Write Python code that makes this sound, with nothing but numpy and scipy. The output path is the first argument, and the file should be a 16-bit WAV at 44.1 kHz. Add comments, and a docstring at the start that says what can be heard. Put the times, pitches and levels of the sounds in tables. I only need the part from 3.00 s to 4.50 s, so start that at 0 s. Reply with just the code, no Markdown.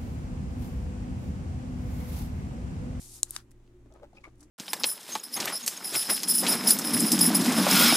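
"""Sleeving a trading card

At a desk in a small room, close to a stereo microphone and a little to its left. A card swishes
along a thin plastic sleeve, and the film buckles with three snaps as the card seats. Fingers then
shift their grip with small ticks, rubs and rubbery squeaks. Mains hum and a fan lie behind it all."""
import sys
import numpy as np
from scipy import signal
from scipy.fft import rfft, irfft
from scipy.io import wavfile

SR = 44100
rng = np.random.default_rng(int(sys.argv[2]) if len(sys.argv) > 2 else 0)


def wav_record(signal):
    """Record a signal, one row per channel, as 16-bit PCM in the file named by sys.argv[1]."""
    frames = np.transpose(np.atleast_2d(signal))
    bounded = np.clip(frames, -1, 1)
    # unit amplitude maps onto the largest positive 16-bit level
    quanta = np.round(bounded * 32767).astype(np.int16)
    wavfile.write(sys.argv[1], SR, quanta)


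N = 66150
T = np.arange(N) / SR

# hum lines of mains and fan: pitch_hz, rms_db
HUM_LINES = [(26.9, -61), (59.2, -62.5), (118.6, -64), (294, -75.5), (351.5, -68), (490, -87.5),
             (543, -92.5)]
# brief swells of the hum: peak_s, level_db, half_length_s, pitch_hz, glide_hz_per_s
HUM_SWELLS = [(0.756, -52, 0.023, 359, -5), (1.429, -55, 0.038, 296.7, 412)]
# spectrum of the fan's air noise: frequency_hz, relative_db
FAN_COLOUR = [(20, 0.5), (32, -1.5), (45, -10.5), (90, -2), (150, -12.5), (250, -4.5), (370, -8),
              (480, -18), (800, -23.5), (2000, -28.5), (5000, -38), (6800, -34.5), (10000, -40.5),
              (15500, -49)]
# how alike left and right are, for the room and for the hands: frequency_hz, correlation
ROOM_LIKENESS = [(30, 1), (120, 0.89), (400, .85), (1500, 0.17), (8000, 0.13)]
HAND_LIKENESS = [(400, 0.97), (1200, .6), (4000, .25), (12000, .15)]
# skin rubbing over the sleeve: peak_s, level_db, rise_s, fall_s, centre_hz
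RUBS = [(.655, -82, .02, 0.054, 3500), (.864, -58.5, .0085, 0.01, 280), (.957, -56, 0.0092, 0.038, 456),
        (.998, -57, 0.00088, 0.003, 610), (1.156, -64.5, 0.024, 0.036, 227),
        (1.169, -69.5, 0.03, 0.024, 3800), (1.243, -65, 0.008, 0.029, 5500),
        (1.246, -53, 0.0063, 0.0054, 1600), (1.278, -58.5, 0.037, 0.013, 646),
        (1.434, -66.5, 0.027, 0.0088, 790)]
# fingertips scuffing the sleeved card: peak_s, level_db, rise_s, fall_s
SCUFFS = [(0.917, -63.5, 0.017, 0.016), (0.953, -64, 0.0097, 0.014), (1.034, -49.5, 0.0074, 0.017),
          (1.177, -59.5, 0.029, 0.023)]
# resonances of the sleeved card: pitch_hz, relative_db, width_hz
CARD_MODES = [(547, 10.5, 34), (804, 9, 64), (1227, -2, 33), (2040, -41, 130)]
# fingertips slipping: peak_s, level_db, rise_s, fall_s, pitch_hz, overtone_db, jitter_share
SQUEAKS = [(.926, -56.5, .012, .0039, 655, -12, .05), (.957, -58.5, .008, .014, 1250, -20, .02),
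           (1.029, -45, .007, .005, 550, -18, .04), (1.0355, -40.5, .0015, .0065, 585, -27, .03),
           (1.1335, -48.5, .0022, .002, 761, -21, .06), (1.174, -50, .0048, .0038, 2480, -16, .05),
           (1.184, -47, .0013, .0025, 2480, -24, .04), (1.2435, -48.5, .0035, .0025, 1100, 7.5, .05),
           (1.2505, -47, .002, .005, 1200, -14, .05), (1.254, -42, .003, .002, 2180, -28, .04),
           (1.259, -51, .0015, .005, 1150, -2, .06), (1.2775, -44, .0026, .005, 350, -6, .15)]
# light ticks of the film: peak_s, level_db, decay_s, centre_hz
TICKS = [(0.509, -60, .004, 8500), (.5146, -57, 0.0045, 8800), (0.5154, -65, 0.0035, 1690),
         (0.52, -70.5, 0.0013, 5000), (.677, -66.5, .0018, 2670), (.924, -58.5, 0.0019, 4830),
         (0.9386, -57.5, 0.0021, 8250), (.997, -78, .002, 4500), (1.034, -69, 0.0066, 3430),
         (1.132, -70.5, .0019, 5900), (1.207, -71.5, 0.018, 4500), (1.241, -63.5, 0.0025, 5940),
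         (1.357, -66.5, 0.002, 8000), (1.38, -72.5, .015, 8000), (1.396, -67.5, 0.018, 6700),
         (1.4065, -51.5, 0.0073, 7500), (1.4278, -55, 0.0015, 1570), (1.429, -55.5, 0.011, 7150),
         (1.482, -69, 0.0017, 1570)]
# the card's face sliding on the film: time_s, level_db
SWISH_LEVEL = [(0, -52), (.02, -49.5), (.06, -50), (.088, -52.5), (.125, -50), (.158, -47), (.18, -51.5),
               (.2, -55.5), (.222, -65), (.245, -53), (.278, -69.5), (.295, -54.5), (.32, -54.5),
               (.365, -45.5), (.395, -63.5), (.435, -77), (.47, -90.5)]
# spectrum of that friction: frequency_hz, relative_db
SWISH_COLOUR = [(400, -18.5), (800, -7.5), (1500, -16.5), (2800, -11), (3900, -4), (6500, 2), (9500, 4),
                (12000, -1), (13500, -8), (16000, -25)]
# the card's edge scraping along the seam into the sleeve's end: time_s, level_db
SCRAPE_LEVEL = [(.12, -112), (.19, -63.5), (.225, -89), (.275, -62), (.305, -73), (.335, -59.5),
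                (.355, -54.5), (.374, -55), (.405, -59), (.45, -88.5)]
# spectrum of that scrape: frequency_hz, relative_db
SCRAPE_COLOUR = [(400, -27), (750, -5), (1400, 2), (2300, -8), (5000, -4), (12000, -21)]
# snaps of the sleeve, with each later level relative to level_db: start_s, level_db, crack_hz, width_octaves,
# echo_s, echo_db, knock_hz, knock_db, ring_db, flutter_db, top_hz, right_lag_s
SNAPS = [(.23155, -4.3, 7820, .61, .00072, -5.5, 720, -31.5, -17, -14, 17500, .000021),
         (.3077, -24.5, 10300, .55, .00058, 8, 900, -33, -32, -9, 17500, .000018),
         (.3633, -17.5, 5900, 1.15, .00105, .5, 1500, -9.5, -22, -6, 12000, .000068)]

CARD_PAN_DB, FINGER_PAN_DB, SNAP_PAN_DB = 2, 3.2, 4.5  # left over right


def from_db(db):
    """Decibels to gain."""
    return 10 ** (np.asarray(db) / 20)


def level_curve(points):
    """Gain over time through (time_s, level_db) points, closing with a 10 ms fade."""
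    s, db = np.transpose(points)
    fade = np.clip((s[-1] - T) * 100, 0, 1)
    return from_db(np.interp(T, s, db)) * fade * (T >= s[0] - .03)


def swell(peak_s, rise_s, fall_s):
    """A rounded rise to the peak, then an exponential fall."""
    t = T - peak_s
    return np.exp(-(np.minimum(t, 0) / rise_s) ** 2 - np.maximum(t, 0) / fall_s)


def at_hz(points, hz):
    """Read a table on a log-frequency axis."""
    frequency, value = np.transpose(points)
    return np.interp(np.log(hz), np.log(frequency), value)


def drift(rate_hz):
    """Smooth random wander, mostly slower than rate_hz; rms 1."""
    pole = np.exp(-2 * np.pi * rate_hz * 20 / SR)  # one step per 20 samples
    slow = signal.lfilter([1], [1, -2 * pole, pole ** 2], rng.standard_normal(N // 20 + 2002))[2000:]
    return np.interp(np.arange(N) / 20, np.arange(len(slow)), unit_rms(slow))


def unit_rms(x):
    """Scale to rms 1."""
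    return x / np.sqrt(np.mean(x ** 2) + 1e-20)


def noise(colour, likeness=HAND_LIKENESS, grain_share=.4, grains_per_s=1700):
    """Coloured stereo noise with a share of its power in tiny separate catches; rms 1."""
    hz = np.maximum(np.fft.rfftfreq(N, 1 / SR), 1)
    white = rng.standard_normal((2, N))
    grains = unit_rms(rng.standard_normal((2, N)) * (rng.random(N) < grains_per_s / SR))
    texture = np.sqrt(1 - grain_share) * white + np.sqrt(grain_share) * grains
    mid, side = rfft(texture) * from_db(at_hz(colour, hz))
    alike = at_hz(likeness, hz)
    mid, side = mid * np.sqrt(1 + alike), side * np.sqrt(1 - alike)
    return unit_rms(irfft([mid + side, mid - side], N))


def hump(centre_hz, octaves):
    """A broad resonance with a dull top, as (frequency_hz, relative_db) points."""
    hz = np.geomspace(20, 20000, 90)
    away = np.log2(hz / centre_hz) / octaves
    treble_db = -14 / (1 + (12400 / hz) ** 20)  # shelf above 12.4 kHz
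    return np.transpose([hz, treble_db - 20 * np.log10(1 + away ** 2 + (away / 2) ** 4)])


def burst(hz, octaves):
    """An impulse through a heavily damped resonance; peak 1."""
    edges = np.clip(hz * 2 ** (np.array([-.5, .5]) * octaves), 20, .47 * SR)
    band = signal.butter(2, edges, "band", fs=SR, output="sos")
    pulse = signal.sosfilt(band, signal.unit_impulse(1024))
    return pulse / np.abs(pulse).max()


def delay(seconds):
    """The spectrum of a pure delay."""
    return np.exp(-2j * np.pi * np.fft.rfftfreq(N, 1 / SR) * seconds)


def pan(db):
    """Left and right gains, db apart."""
    return from_db(np.array([[db], [-db]]) / 2)


def place(x, pan_db, lag_s):
    """A point source that reaches the right microphone later and softer."""
    return np.array([x, irfft(rfft(x) * delay(lag_s), N)]) * pan(pan_db)


def room(x, wet_db, t60_s=.12, build_s=.002):
    """Add the short diffuse ring of desk and walls."""
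    t = T[:N // 4]
    tail = rng.standard_normal((2, len(t))) * from_db(-60 * t / t60_s) * (1 - np.exp(-t / build_s))
    tail /= np.sqrt(np.sum(tail ** 2) / 2)
    return x + from_db(wet_db) * signal.fftconvolve(x, tail, axes=1)[:, :N]


def mains_and_fan(waver_db=2.5, wander_rad=.56, air_db=-61.5):
    """Room tone: wavering hum that swells briefly twice, over the air noise of a fan."""
    hum = np.zeros(N)
    for hz, db in HUM_LINES:
        gain = np.sqrt(2) * from_db(db + waver_db * drift(4.5))
        hum += gain * np.sin(2 * np.pi * (hz * T + rng.random()) + wander_rad * drift(6.8))
    for peak_s, db, half_length_s, hz, glide in HUM_SWELLS:
        t = T - peak_s
        cycles = (hz + glide * t / 2) * t + rng.random()
        hum += from_db(db) * np.exp(-(t / half_length_s) ** 2) * np.sin(2 * np.pi * cycles)
    return hum + from_db(air_db) * noise(FAN_COLOUR, ROOM_LIKENESS, grain_share=0)


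def skin_rubs(flutter_db=1):
    """Skin drags over the plastic in uneven catches."""
    rubs = np.zeros((2, N))
    for peak_s, db, rise_s, fall_s, hz in RUBS:
        friction = noise(hump(hz, octaves=.81), grain_share=.65, grains_per_s=620)
        rubs += from_db(db) * swell(peak_s, rise_s, fall_s) * friction
    return rubs * from_db(flutter_db * drift(160))


def card_scuffs(catches_per_s=620):
    """A dense run of skin catches sets the sleeved card's damped modes ringing."""
    catches = rng.standard_normal(N) * (rng.random(N) < catches_per_s / SR)
    body = np.zeros(N)
    for hz, db, width_hz in CARD_MODES:
        radius = np.exp(-np.pi * width_hz / SR)
        poles = [1, -2 * radius * np.cos(2 * np.pi * hz / SR), radius ** 2]
        body += from_db(db) * unit_rms(signal.lfilter([1, 0, -1], poles, catches))
    envelope = sum(from_db(db) * swell(s, rise, fall) for s, db, rise, fall in SCUFFS)
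    return unit_rms(body) * envelope


def fingertip_squeaks(flutter_db=1.5):
    """Fingertips stick and slip on the plastic in short, unsteady tones."""
    squeaks = np.zeros(N)
    for peak_s, db, rise_s, fall_s, hz, overtone_db, jitter in SQUEAKS:
        phase = 2 * np.pi * np.cumsum(hz * (1 + jitter * drift(281))) / SR
        tone = np.sin(phase) + from_db(overtone_db) * np.sin(2 * phase)
        squeaks += from_db(db + flutter_db * drift(240)) * swell(peak_s, rise_s, fall_s) * tone
    return squeaks


def fingers():
    """The grip shifts: squeaks and scuffs come from one point, the rubbing spreads wider."""
    squeaks = fingertip_squeaks()
    rubs = skin_rubs() * pan(FINGER_PAN_DB)
    fingertips = place(squeaks + card_scuffs(), FINGER_PAN_DB, lag_s=.00014)
    return room(fingertips + rubs, wet_db=-15)


def film_ticks(attack_s=.00032):
    """Tiny crackles of the film under the fingers."""
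    ticks = sum(from_db(db) * swell(peak_s, attack_s, decay_s) * noise(hump(hz, octaves=.71))
                for peak_s, db, decay_s, hz in TICKS)
    return room(ticks * pan(CARD_PAN_DB), wet_db=-18.5)


def card_slide():
    """Fine friction of card on film, with a duller scrape of its edge as it seats."""
    swish = level_curve(SWISH_LEVEL) * noise(SWISH_COLOUR)
    scrape = level_curve(SCRAPE_LEVEL) * noise(SCRAPE_COLOUR)
    return (swish + scrape) * pan(CARD_PAN_DB)


def sleeve_snaps(flutter_s=.001):
    """The film buckles with a bright crack and a knock of the card, echoes off the desk and flutters out."""
    snaps = np.zeros((2, N))
    t = T[:N // 50]
    for (start_s, db, crack_hz, octaves, echo_s, echo_db,
         knock_hz, knock_db, ring_db, flutter_db, top_hz, lag_s) in SNAPS:
        crack = burst(crack_hz, octaves)
        bright_skirt = from_db(-14) * burst(8940, octaves=1.6)
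        film_ring = from_db(ring_db) * burst(4270, octaves=.36)
        lowpass = signal.butter(4, top_hz, fs=SR, output="sos")
        film = signal.sosfilt(lowpass, crack + bright_skirt + film_ring)
        echo = 1 + from_db(echo_db) * delay(echo_s)
        knock = from_db(knock_db) * burst(knock_hz, octaves=1.14)
        spectrum = (rfft(film, N) * echo + rfft(knock, N)) * delay(start_s)
        snap = place(from_db(db) * irfft(spectrum, N), SNAP_PAN_DB, lag_s)
        flutter = rng.standard_normal((2, len(t))) * np.sqrt(t) * np.exp(-t / flutter_s)
        flutter *= from_db(flutter_db) / np.sqrt(np.sum(flutter ** 2) / 2)
        snaps += snap + signal.fftconvolve(snap, flutter, axes=1)[:, :N]
    return room(snaps, wet_db=-25)


def scene():
    """Card, sleeve and fingers close to the microphone, room tone behind."""
    return card_slide() + sleeve_snaps() + film_ticks() + fingers() + mains_and_fan()


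def record(dry, stop_hz=16900):
    """The highest treble is cut off steeply."""
    return signal.sosfiltfilt(signal.cheby2(14, 45, stop_hz, fs=SR, output="sos"), dry)


dry = scene()
out = record(dry)
wav_record(out)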